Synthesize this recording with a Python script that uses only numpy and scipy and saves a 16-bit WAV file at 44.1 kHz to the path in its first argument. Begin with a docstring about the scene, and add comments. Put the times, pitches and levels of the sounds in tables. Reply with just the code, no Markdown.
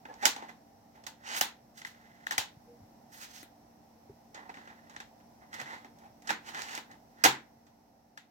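"""A light click, then the sharp snap of a latch: a plastic floppy disk is ejected from a drive on a desk.
It is handled and pushed back in. Latches and edges knock in bursts of tiny impacts, plastic slides on
plastic and fingers in dense slips, and both excite the modes of drive case and disk shell.
The desk carries soft bumps, the small room reverberates and a computer fan hums below.
Two spaced microphones receive the sound; the drive stands nearer the right one."""
import sys
import numpy as np
from scipy import signal
from scipy.io import wavfile

SR = 44100
rng = np.random.default_rng(int(sys.argv[2]) if len(sys.argv) > 2 else 0)


def inscribe(sig):
    """Save sig as 16-bit PCM at rate SR to the path in sys.argv[1].

    A 1-D sig is mono; a 2-D sig holds one channel per row.
    Samples are clipped to [-1, 1] before scaling.
    """
    pcm = np.round(np.clip(np.atleast_2d(sig).T, -1, 1) * 32767)
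    wavfile.write(sys.argv[1], SR, pcm.astype(np.int16))


N = 366030

# six bands (thud, body, clack, snap, click, sheen): lower f/Hz, upper f/Hz
BANDS = [(200, 500), (500, 1300), (1300, 2400), (2400, 4300), (4300, 7500), (7500, 17000)]
# knocks and latch snaps: t/s, level/dB, low/dB, treble/dB, sheen/dB, left minus right/dB,
# rattle time constant/s, ring f/Hz; low, treble and sheen are offsets from the level
IMPACTS = [(0.052, -35, -6.5, -36.5, -41, -0.5, 0.0048, 920), (0.093, -56, 0, -29, -16, 4, 0.0025, 1680),
           (0.139, -54, -13, -4, -23, -1, 0.0029, 790), (0.2531, -20, -11.5, 1.5, -6.5, -5.5, 0.0041, 3350),
           (0.262, -26.5, 0, -10, -25, 5, 0.0048, 940), (0.3612, -39.5, 2, -6.5, -16, 0, 0.0038, 900),
           (0.4222, -40.5, 9, -22.5, -29.5, 0.5, 0.0029, 947), (0.4928, -48, 4, -13, -22, -6, 0.0014, 1960),
           (1.0373, -55, 2.5, 2, -15, 3, 0.004, 720), (1.0654, -38.5, -4, -1, -8.5, -3.5, 0.0037, 4180),
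           (1.4108, -15.5, -6.5, -3, -6, 2.5, 0.0015, 3080), (1.816, -36, -18, -16, -26, 2, 0.0021, 2000),
           (1.8484, -31, -18, -20, -24, 4.5, 0.0034, 2050),
           (2.2667, -33.5, -10, -9, -18, 7.5, 0.0023, 1880),
           (2.3079, -25, -11.5, -12.5, -18, 7, 0.0042, 1900),
           (2.3198, -37.5, -4.5, -7, -15, -2, 0.012, 2120), (2.3794, -22.5, -7.5, 2, -7, 7, 0.0024, 2402),
           (3.4281, -43, -10.5, -20, -9.5, 10.5, 0.002, 824),
           (4.0923, -70, 18.5, -17, -19, -5.5, 0.0038, 729),
           (4.3445, -45.5, -6, -5.5, -30.5, 1, 0.0073, 880),
           (4.4912, -43.5, 2, -21.5, -30, -2, 0.0079, 910), (4.5402, -42.5, -10, -19, -35, 2, 0.007, 870),
           (4.5695, -41.5, 3, -31, -36, 1, 0.0056, 2850),
           (4.673, -42.5, -3, -26.5, -40, -0.5, 0.0063, 1500),
           (4.8954, -48.5, -7, -12, -24.5, -3.5, 0.0077, 1170),
           (4.9624, -31.5, -12.5, -19, -39, 1, 0.0027, 1780),
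           (5.001, -36.5, -6.5, -15.5, -27, -0.5, 0.0052, 3650),
           (5.2012, -54.5, -9, -18.5, -22, 1.5, 0.0053, 720),
           (5.5284, -39.5, -11, -13, -19.5, 5.5, 0.0048, 750),
           (5.54, -38.5, -11, -10.5, -18, -4, 0.0052, 2160), (5.5972, -34, -11, -21, -27, -2, 0.0096, 810),
           (5.6123, -36.5, -6, -15, -20, -3, 0.0052, 790), (5.8449, -48.5, 5, -19.5, -25, 0.5, 0.0087, 700),
           (5.9852, -60.5, -16, -0.5, -7, 0, 0.0053, 830), (6.2198, -58, -13, -4.5, -10, -1, 0.0048, 740),
           (6.2721, -45, -8, 5, -18, -4, 0.0043, 1900), (6.2913, -22, -13, -20.5, -28, 5, 0.0091, 790),
           (6.3025, -22.5, -7.5, -23.5, -27, -10.5, 0.0055, 886),
           (6.4622, -47.5, -19, -11, -21, 1, 0.0044, 2940), (6.546, -33, -14, -14, -26, 8, 0.0023, 2090),
           (6.6184, -45.5, -17, 9, -7, -2.5, 0.0037, 923), (6.7491, -40.5, -9, 3.5, -8, 0, 0.0032, 2070),
           (6.775, -31.5, -4.5, -16, -19, -1.0, 0.0031, 930),
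           (6.9117, -51.5, -8, -9.5, -26, 6.5, 0.0057, 840),
           (7.2382, -11.5, -6.5, -6.5, -10.5, -3.0, 0.0049, 2870),
           (7.2483, -10.5, -6, -15.5, -18, -2, 0.0092, 1000),
           (7.2588, -19.5, -2, -14, -23, 2.5, 0.0072, 830),
           (7.666, -56.5, -4.5, -8, -20.5, -2.5, 0.004, 1916),
           (8.1733, -40, -16, -15, -22.5, 6, 0.0053, 1670)]
# sliding strokes: t/s, rise/s, hold/s, fall/s, level/dB, low/dB, treble/dB, sheen/dB, rasp f/Hz
FRICTION_STROKES = [(0.046, 0.047, 0.021, 0.17, -69.5, 12, -4, -22, 890),
                    (0.158, 0.06, 0.0099, 0.0047, -52.5, -9.5, -6.5, -12, 2000),
                    (0.213, 0.011, 0.037, 0.013, -41.5, -4.5, -3.5, -16, 880),
                    (0.364, .01, 0.056, 0.15, -60.5, 2.5, -9, -23, 890),
                    (0.475, 0.012, .002, .04, -55.5, -6.5, -9, -18, 2000),
                    (0.914, 0.045, .003, 0.13, -65.5, 0.5, -7.5, -14, 850),
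                    (1.14, 0.097, 0.026, 0.018, -64, -6.5, -7, -27, 1940),
                    (1.235, 0.043, 0.1, 0.016, -48, -9, 4.5, -12, 3100),
                    (1.338, 0.027, 0.03, .012, -49.5, -13, 8, 5.5, 6550),
                    (1.738, 0.043, 0.013, 0.025, -59.5, -18, 11, 0.5, 2000),
                    (1.856, 0.013, .003, 0.086, -59, -17, 8, -1, 2120),
                    (1.884, 0.061, 0.313, .03, -67.5, -15, -10, -21, 2060),
                    (3.078, 0.052, 0.092, .03, -69, -8.5, 14, 7.5, 2000),
                    (3.182, 0.048, 0.0041, 0.094, -51.5, -16, 7, -3, 2620),
                    (3.209, 0.14, 0.068, 0.037, -63.5, -19, 10.5, 0.5, 6500),
                    (4.336, 0.0081, 0.0028, 0.33, -58, 6, -12, -24, 2000),
                    (4.49, 0.011, .003, 0.02, -55, -18, -18, -29, 2900),
                    (4.53, 0.016, .003, 0.39, -61, -8, -5.5, -28, 2000),
                    (4.663, 0.032, 0.0028, 0.16, -60, 0.5, -21, -28, 1900),
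                    (4.754, 0.194, .003, .02, -67, 2, -4.5, -14, 1900),
                    (5.369, 0.053, .003, 0.1, -64.5, 7.5, -14.5, -16.5, 2070),
                    (5.491, 0.039, 0.065, .1, -56, -3.5, -5, -14, 2050),
                    (5.597, 0.084, 0.029, 0.21, -53, -0.5, -5.5, -17, 2140),
                    (5.916, .14, 0.0025, 0.07, -63.5, 4, -10.5, -11.5, 870),
                    (6.242, 0.053, 0.0054, 0.011, -40.5, -5.5, -7, -14, 1900),
                    (6.406, 0.083, .003, 0.064, -49.5, -7, -1, -11, 3020),
                    (6.515, 0.034, .003, 0.14, -44.5, -6.5, -9, -20, 1980),
                    (6.546, 0.032, 0.19, 0.094, -51.5, -8, 1, -11, 2960),
                    (6.803, .1, 0.039, 0.058, -65.5, 3, -12, -11.5, 2000),
                    (7.105, 0.12, 0.0024, .004, -57.5, -8, -10.5, -25, 2000)]
# colour common to all knocks: gain/dB in each band
IMPACT_COLOUR = [-9.5, -3, 1, -5, 3.5, 2]
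# colour common to all strokes: gain/dB in each band
FRICTION_COLOUR = [-5, 1.5, 4, -5, -1.5, -1]
# weights of the low, treble and sheen offsets (rows) in each band (columns)
COLOUR_WEIGHTS = [[.9, 0.83, 0.15, 0.068, 0, 0], [0, 0.27, 0.18, 0.53, 0.77, 0], [0, 0, 0, 0, 0, 1]]
# shadowing at the left microphone: gain/dB in each band
LEFT_SHADOW = [-7.5, 0, -2, 0, -7.5, -3]
# modes of drive case and disk shell: f/Hz, gain/dB, T60/s
SHELL_MODES = [(333, -41, 0.014), (740, -33, 0.018), (918, -28, 0.021), (1002, -35.5, 0.049),
               (2076, -34, 0.0092), (2794, -37.5, 0.002), (4590, -55.5, 0.0027), (6160, -46, 0.0088)]
# bumps carried by the desk: t/s, level/dB, f/Hz, T60/s
DESK_BUMPS = [(0.257, -52, 150, 0.088), (1.414, -53.5, 138, 0.15), (2.382, -43.5, 101, 0.083),
              (2.569, -39.5, 149.5, 0.026), (2.812, -45.5, 85, 0.067), (2.834, -47, 112, 0.069),
              (3.037, -50.5, 235, 0.071), (3.43, -43, 302, 0.032), (4.096, -47.5, 130.6, 0.079),
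              (4.096, -39, 403, 0.062), (5.619, -51, 135, 0.2), (6.302, -55, 142, 0.14),
              (7.253, -27, 328, 0.1), (7.27, -42, 134, 0.37)]
# soft squeaks: t/s, duration/s, f/Hz, level/dB
SQUEAK_TONES = [(.092, .035, 1700, -53), (.085, .05, 500, -52), (2.675, .11, 478, -53)]
# reverberation, one row a band: T60/s, gain/dB, left-right correlation
ROOM_DECAY = [(0.33, -3.5, 0.92), (.25, -3, 0.079), (0.27, -6, 0.04), (0.23, 2.5, 0.064), (0.2, -4.5, 0.07),
              (0.15, -1.5, 0.17)]
# air noise of the fan: f/Hz, relative spectral density/dB
FAN_SPECTRUM = [(15, -33.5), (30, -28.5), (70, -17), (200, -14.5), (370, -22.5), (600, -19), (900, -21.5),
                (1200, -30.5), (2000, -35.5), (3400, -40.5), (6000, -34.5), (7500, -50), (15000, -41.5),
                (17000, -44)]
# case resonances in the fan noise: f/Hz, bandwidth/Hz, level/dB
FAN_RESONANCES = [(210.7, 54, -75.5), (290, 25, -70), (757, 180, -63.5), (5657, 950, -76.5),
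                  (1900, 340, -80.5)]
# fan noise at the two microphones: f/Hz, left-right correlation
FAN_CORRELATION = [(60, 0.54), (150, 0.95), (380, 0.77), (950, -0.11), (2380, 0.023), (5980, -0.087),
                   (15000, 0.95)]
# level of the whole background hum and hiss, sinking after the last loud snap: t/s, gain/dB
BACKGROUND_LEVEL = [(0, -1), (1.5, -3), (3, -1), (3.8, -2), (5, -1), (7.2, -1.5), (7.6, -4), (8.3, -7.5)]


def knocks():
    """Impact excitation: contacts build up, then die away exponentially. Force per band and side."""
    build_up_s, length = 0.0034, 3000
    force, t = np.zeros((6, 2, N + length)), np.arange(length) / SR
    for start, *colour_db, pan_db, rattle_s, hz in IMPACTS:
        envelope = np.where(t < build_up_s, (t / build_up_s) ** 2, np.exp((build_up_s - t) / rattle_s))
        rattle = envelope * micro_impacts(length, per_s=11000, spread_db=4.5)
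        rattle = contact_resonance(rattle, hz, db=-25, t60=.009)
        sides = from_db([[pan_db / 2], [-pan_db / 2]])
        at = round((start - build_up_s / 2) * SR)
        force[:, :, at:at + length] += band_gains(*colour_db, IMPACT_COLOUR) * sides * rattle
    return force[..., :N]


def slides():
    """Sliding friction: dense slips under uneven pressure; each stroke swells, holds and fades."""
    uneven_db, fade_db = 2.2, 32
    force = np.zeros((6, 1, N))
    slips = micro_impacts(N, per_s=6000, spread_db=2.0) * from_db(uneven_db * drift(hz=36))
    for start, rise, hold, fall, *colour_db, hz in FRICTION_STROKES:
        corners = np.cumsum([0, rise, hold, fall]) * SR
        envelope = from_db(np.interp(np.arange(int(corners[-1])), corners, [-fade_db, 0, 0, -fade_db]))
        at = round(start * SR)
        span = slice(at, at + len(envelope))
        rasp = contact_resonance(envelope * slips[..., span], hz, db=-24.5, t60=0.0088)
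        force[..., span] += band_gains(*colour_db, FRICTION_COLOUR) * rasp
    return force * from_db([[-1.2], [1.2]])   # louder on the right


def micro_impacts(count, per_s, spread_db):
    """Shot noise: random impulses of uneven size, each with its own sign in every band; rms 1."""
    sizes = from_db(spread_db * np.minimum(rng.exponential(1, count), 4))
    occurs = rng.random(count) < per_s / SR
    return unit_rms(sizes * occurs * rng.choice([-1, 1], (6, 1, count)))


def contact_resonance(force, hz, db, t60):
    """Resonance: the struck or rubbed part rings at its own pitch, in the band that contains it."""
    in_band = np.array([low <= hz < high for low, high in BANDS])[:, None, None]
    return force + in_band * from_db(db) * resonator(force, hz, t60)


def band_gains(db, low_db, treble_db, sheen_db, common_db):
    """Spectral shaping: level and colour add in decibels to give a contact its gain in each band."""
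    offsets_db = np.dot([low_db, treble_db, sheen_db], COLOUR_WEIGHTS)
    return from_db(db + offsets_db + common_db)[:, None, None]


def shell(force):
    """Modal superposition: the force sounds directly and through the modes of case and disk."""
    direct = sum(bandpass(part, low, high, order=3) * np.sqrt(SR / 2 / (high - low))   # keeps its power
                 for part, (low, high) in zip(force, BANDS))
    modes = sum((-1) ** k * from_db(db) * resonator(direct, hz, t60)
                for k, (hz, db, t60) in enumerate(SHELL_MODES))
    return direct + modes


def desk_bumps():
    """Free vibration: the desk answers each impulse with a low damped sine."""
    bumps = np.zeros(N)
    for start, db, hz, t60 in DESK_BUMPS:
        impulse = from_db(db) * (np.arange(N) == round(start * SR))
        bumps += resonator(impulse, hz, t60)
    return bandpass(bumps, 65, 430, order=3)


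def squeaks():
    """Amplitude modulation: each squeak is a pure tone that swells quickly and fades more slowly."""
    tones, t = np.zeros(N), np.arange(N) / SR
    for start, duration, hz, db in SQUEAK_TONES:
        progress = np.clip((t - start) / duration, 0, 1)
        tones += from_db(db) * np.sin(np.pi * progress ** .5) * np.sin(2 * np.pi * hz * t)
    return tones


def reverberation(force):
    """Diffuse field: dense reflections act as noise whose power, fed by the force, decays in each band."""
    reflected = np.zeros_like(force)
    fill = np.exp(-1 / (0.0013 * SR))   # the field builds up with a 1.3 ms time constant
    for k, (t60, db, correlation) in enumerate(ROOM_DECAY):
        drain = from_db(-120 / (t60 * SR))   # fraction of the power left after one sample
        supply = np.mean(force[k] ** 2, axis=0) + 1e-18
        power = signal.lfilter([1 - drain], [1, -drain], supply)
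        power = signal.lfilter([1 - fill], [1, -fill], power)
        noise = stereo_pair(*rng.standard_normal((2, N)), correlation)
        reflected[k] = from_db(db) * np.sqrt(power / 2) * noise
    return reflected


def fan():
    """Aerodynamic sound: broad air noise, narrow case resonances and a wavering blade-passing tone."""
    blade_hz, blade_db = 230.3, -62.5
    air, edges = 0, 22 * 2 ** np.arange(0, 10, .5)   # half-octave bands
    white = rng.standard_normal((3, 2, N))
    for k, (low, high) in enumerate(zip(edges, edges[1:])):
        hz = np.sqrt(low * high)
        gain = from_db(at_frequency(FAN_SPECTRUM, hz) + 0.27 * drift(hz=7.4))
        noise = bandpass(white[k % 2], low, high, order=3)   # neighbouring bands are uncorrelated
        air += gain * stereo_pair(*noise, at_frequency(FAN_CORRELATION, hz))
    hum = from_db(-61) * unit_rms(air)
    for hz, width, db in FAN_RESONANCES:
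        noise = bandpass(white[2], hz - width / 2, hz + width / 2)
        hum += from_db(db) * unit_rms(stereo_pair(*noise, at_frequency(FAN_CORRELATION, hz)))
    cycles = np.cumsum(blade_hz + 1.76 * drift(hz=2.8)) / SR
    hum += from_db(blade_db + 0.83 * drift(hz=7.4)) * np.sin(2 * np.pi * cycles)
    return hum * from_db([[-.6], [.6]])


def resonator(x, hz, t60):
    """Damped oscillator: a unit impulse starts a sine of amplitude 1 that falls 60 dB in t60 seconds."""
    r, w = from_db(-60 / (t60 * SR)), 2 * np.pi * hz / SR
    return signal.lfilter([0, np.sin(w)], [1, -2 * r * np.cos(w), r * r], x + 1e-18)


def stereo_pair(mid, side, correlation):
    """Partial coherence: sum and difference of two independent noises give left and right."""
    return np.sqrt(1 + correlation) * mid + np.sqrt(1 - correlation) * side * [[1], [-1]]


def drift(hz):
    """Slow random fluctuation: noise of rms 1, low-passed at the given frequency."""
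    step = 40   # samples between computed points
    r = np.exp(-2 * np.pi * hz * step / SR)
    slow = signal.lfilter([1], [1, -2 * r, r * r], rng.standard_normal(N // step + 2002))[2000:]
    return np.interp(np.arange(N) / step, np.arange(len(slow)), unit_rms(slow))


def bandpass(x, low, high, order=2):
    """Butterworth band-pass, edges in Hz."""
    return signal.sosfilt(signal.butter(order, [low, high], "band", fs=SR, output="sos"), x)


def at_frequency(points, hz):
    """Interpolation on a logarithmic frequency axis."""
    frequencies, values = np.transpose(points)
    return np.interp(np.log(hz), np.log(frequencies), values)


def unit_rms(x):
    """Normalisation to rms 1."""
    return x / np.sqrt(np.mean(x ** 2) + 1e-20)


def from_db(db):
    """Decibels to amplitude ratio."""
    return 10 ** (np.asarray(db) / 20)


def scene():
    """Superposition at two microphones; the contacts reach the farther, left one weaker and later."""
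    left_lag_s = .00033
    force = knocks() + slides()
    force[:, 0] *= from_db(LEFT_SHADOW)[:, None]
    reflected = reverberation(force)
    force[:, 0] = np.roll(force[:, 0], round(left_lag_s * SR), axis=1)
    background_db = np.interp(np.arange(N) / SR, *np.transpose(BACKGROUND_LEVEL))
    return shell(force + reflected) + desk_bumps() + squeaks() + from_db(background_db) * fan()


def record(dry):
    """Soft saturation rounds the highest peaks; a steep low-pass removes the top of the spectrum."""
    ceiling, stopband_hz = .95, 16850
    rounded = ceiling * np.tanh(dry / ceiling)
    return signal.sosfilt(signal.cheby2(20, 70, stopband_hz, fs=SR, output="sos"), rounded)


dry = scene()
out = record(dry)
inscribe(out)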